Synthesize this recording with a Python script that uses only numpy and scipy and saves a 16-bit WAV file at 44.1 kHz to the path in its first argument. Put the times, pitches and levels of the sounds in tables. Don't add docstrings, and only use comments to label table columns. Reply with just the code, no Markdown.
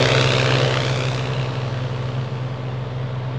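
import sys
import numpy as np
from scipy import signal
from scipy.fft import rfft, irfft, next_fast_len
from scipy.io import wavfile
from scipy.ndimage import uniform_filter1d, map_coordinates

SR = 44100
rng = np.random.default_rng(int(sys.argv[2]) if len(sys.argv) > 2 else 0)


def transcribe(u):
    v = np.clip(np.atleast_2d(u).T, -1, 1)
    q = np.round(v * 32767).astype(np.int16)
    wavfile.write(sys.argv[1], SR, q)


def to_linear_factor(level_db):
    exponent = np.asarray(level_db, float) / 20
    return 10 ** exponent


N = 149058


def unit(x):
    return x / np.sqrt(np.mean(x ** 2) + 1e-20)


def along(points, hz):
    f, v = np.transpose(points)
    return np.interp(np.log(hz + 1), np.log(f + 1), v)


def curve(rows):
    return np.interp(np.arange(N) / SR, *np.transpose(rows))


def wobble(rate):
    return map_coordinates(rng.standard_normal(200), [np.arange(N) * rate / SR])


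def coloured(db_of_hz):
    size = next_fast_len(N + 8192)
    spectrum = rfft(rng.standard_normal(size))
    gain = to_linear_factor(db_of_hz(np.fft.rfftfreq(size, 1 / SR)))
    return unit(irfft(spectrum * gain, size)[:N])


def patchy(x, depth_db):
    z = signal.stft(x, nperseg=512)[2]
    field = uniform_filter1d(rng.standard_normal(z.shape), size=5, axis=0)
    field = uniform_filter1d(field, size=10, axis=1)
    return signal.istft(z * to_linear_factor(depth_db * unit(field)), nperseg=512)[1][:N]


def cycles():
    # time in seconds, rate in Hz.
    firing = [(0, 129.0), (.45, 128.6), (.85, 128.2), (1.15, 127.78), (1.45, 127.48), (2.3, 127.44),
              (3.38, 127.25)]
    first_burst_s = .0085
    firings = np.cumsum(curve(firing)) / SR - first_burst_s * firing[0][1]
    return firings / 6


def drone():
    # multiple of the engine cycle, level in dB.
    orders = [(3, -19), (6, 1), (9, -20), (12, -14), (15, -18), (17, -21.5), (18, -13), (21, -7.5),
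              (22, -14.5), (24, -8.5), (25, -16), (27, -10.5), (28, -18.5), (30, -11), (31, -19.5),
              (33, -21), (36, -22), (42, -18.5), (54, -19.5)]
    drone_db, waver_db, fade_db_per_s = -21.5, 1.3, 0.77
    turns, out = cycles(), 0
    seconds = np.arange(N) / SR
    blur = .005 + .009 * seconds
    for k, db in orders:
        start = rng.random() if k % 3 else .5 * (k > 10)
        level_db = drone_db + db + waver_db * (k > 6.5) * wobble(5) + .8 * wobble(3)
        level_db = level_db - fade_db_per_s * (k > 16) * seconds
        phase = 2 * np.pi * (k * turns + start) + blur * k * wobble(8)
        out = out + np.sqrt(2) * to_linear_factor(level_db) * np.cos(phase)
    return out


def throb():
    # time in seconds, frequency in Hz.
    pitch = [(0, 107.45), (1, 106.95), (2, 105.9), (3.38, 104.75)]
    throb_db, octave_db = -30, -12.5
    phase = 2 * np.pi * np.cumsum(curve(pitch)) / SR
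    level = np.sqrt(2) * to_linear_factor(throb_db + 1.4 * wobble(3))
    octave = to_linear_factor(octave_db + 2.9 * wobble(8.2)) * np.sin(2 * phase)
    return level * (octave - np.cos(phase))


def boom():
    # frequency in Hz, density in dB per Hz.
    roar_bands = [(126, -60), (131, 0), (138, -1), (149, -14), (246, -40), (260, -12), (285, -17),
                  (330, -36)]
    boom_db = -29
    spectrum = [(100, -120)] + roar_bands + [(400, -120)]
    return to_linear_factor(boom_db) * coloured(lambda hz: along(spectrum, hz))


def rasp():
    # frequency in Hz, density in dB per Hz.
    jet_spectrum = [(400, -18.5), (1300, 2), (3600, -1.5), (7200, -22.5), (8300, -34), (10300, -39.5),
                    (11500, -52), (15000, -68.5)]
    # centre in Hz, width in Hz, lift in dB.
    pipes = [(2500, 100, 1), (3330, 1200, 2.5)]
    # time in seconds, level in dB.
    bite = [(0, 0), (.6, 0), (1.15, -1), (1.5, -5), (2.1, -7), (3.38, -12)]
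    rasp_db, rise_s, fall_s = -22.5, .004, .0015
    scatter_db, far_bank_db, alternate_db = 1.5, -14, .9

    k = (6 * cycles() + 12).astype(int)
    scatter = scatter_db * np.clip(rng.standard_normal(600), -2, 1.5)[k]
    bank_db = np.where(k % 2, far_bank_db, alternate_db * (k % 4 - 1))
    kicks = np.diff(k, prepend=k[0]) * to_linear_factor(scatter + bank_db)
    t = np.arange(800) / SR
    burst = np.exp(-t / fall_s) * (1 - np.exp(-t / rise_s)) ** 2
    gate = signal.fftconvolve(kicks, burst)[:N]

    def jet_db(hz):
        lift = sum(db / (1 + (2 * (hz - centre) / width) ** 2) for centre, width, db in pipes)
        return along(jet_spectrum, hz) + lift

    jet = unit(gate * coloured(jet_db))
    return to_linear_factor(rasp_db + curve(bite)) * jet


def wash():
    # frequency in Hz, density in dB per Hz.
    wash_spectrum = [(50, -20.5), (70, -9.5), (220, -10.5), (480, -0.5), (900, -10.5), (3500, -12.5),
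                     (7200, -31.5), (10700, -62.5), (15000, -61)]
    wash_db = -22.5
    roar = coloured(lambda hz: along([(30, -69.5)] + wash_spectrum, hz))
    return to_linear_factor(wash_db) * patchy(roar, depth_db=1.02)


def airframe(x):
    # time in seconds, delay in ms, gain.
    wing = [(0, .88, .35), (.3, .79, .5), (.55, .72, .2), (.8, .62, .0), (3.38, .5, .0)]
    floats = [(0, 1.6, .3), (.3, 1.45, .2), (.6, 1.1, .1), (.9, .87, .35), (1.3, .76, .35), (1.8, .69, .2),
              (3.38, .6, .05)]
    echo_band = [1900, 4600]
    band = signal.butter(3, echo_band, "band", fs=SR, output="sos")
    out, dull = x, signal.sosfiltfilt(band, x)
    for rows in wing, floats:
        s, ms, gain = np.transpose(rows)
        late = np.arange(N) - curve(np.c_[s, ms]) * SR / 1000
        echo = map_coordinates(dull, [late], order=3, mode="mirror")
        out = out + curve(np.c_[s, gain]) * echo
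    return out


def away(x):
    # time in seconds, level in dB.
    arrives = [(0, -19), (.3, -22), (.6, -22), (.85, -28.5), (1.1, -32), (1.4, -33.5), (1.9, -37),
               (2.6, -42), (3.38, -40.5)]
    # frequency in Hz, share.
    fades = [(60, 0.32), (128, 0.31), (200, 0.19), (300, 0.63), (600, 0.65), (1000, 0.38), (1500, 0.67),
             (3000, 0.86), (8000, 0.71)]
    # time in seconds, treble in dB.
    turn = [(0, 4), (.35, 5.5), (.6, 0.5), (.9, 7.5), (1.15, 6), (1.4, -0.5), (2.2, -1), (3.38, -6)]
    # frequency in Hz, share.
    turn_acts = [(3500, 0), (6500, 1)]
    hz, t, z = signal.stft(np.pad(x, 2048, "reflect"), SR, nperseg=2048, noverlap=1536)
    t = t - 2048 / SR
    distance_db = np.interp(t, *np.transpose(arrives)) - arrives[0][1]
    fade_db = along(fades, hz)[:, None] * distance_db
    turn_db = along(turn_acts, hz)[:, None] * np.interp(t, *np.transpose(turn))
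    return signal.istft(z * to_linear_factor(fade_db + turn_db), SR, nperseg=2048, noverlap=1536)[1][2048:][:N]


def scene():
    tones = drone() + throb() + boom()
    roar = patchy(rasp(), depth_db=1.4) + wash()
    return np.tile(away(tones + airframe(roar)), (2, 1))


def band_limit(x):
    return signal.sosfilt(signal.butter(12, 15150, fs=SR, output="sos"), x)


def record(dry):
    offset = [
        [-.0064],
        [-.0039],
    ]
    hiss = to_linear_factor(-81) * coloured(lambda hz: np.where(hz < 15150, 0, -80))
    return band_limit(dry + hiss + np.array(offset))


dry = scene()
out = record(dry)
transcribe(out)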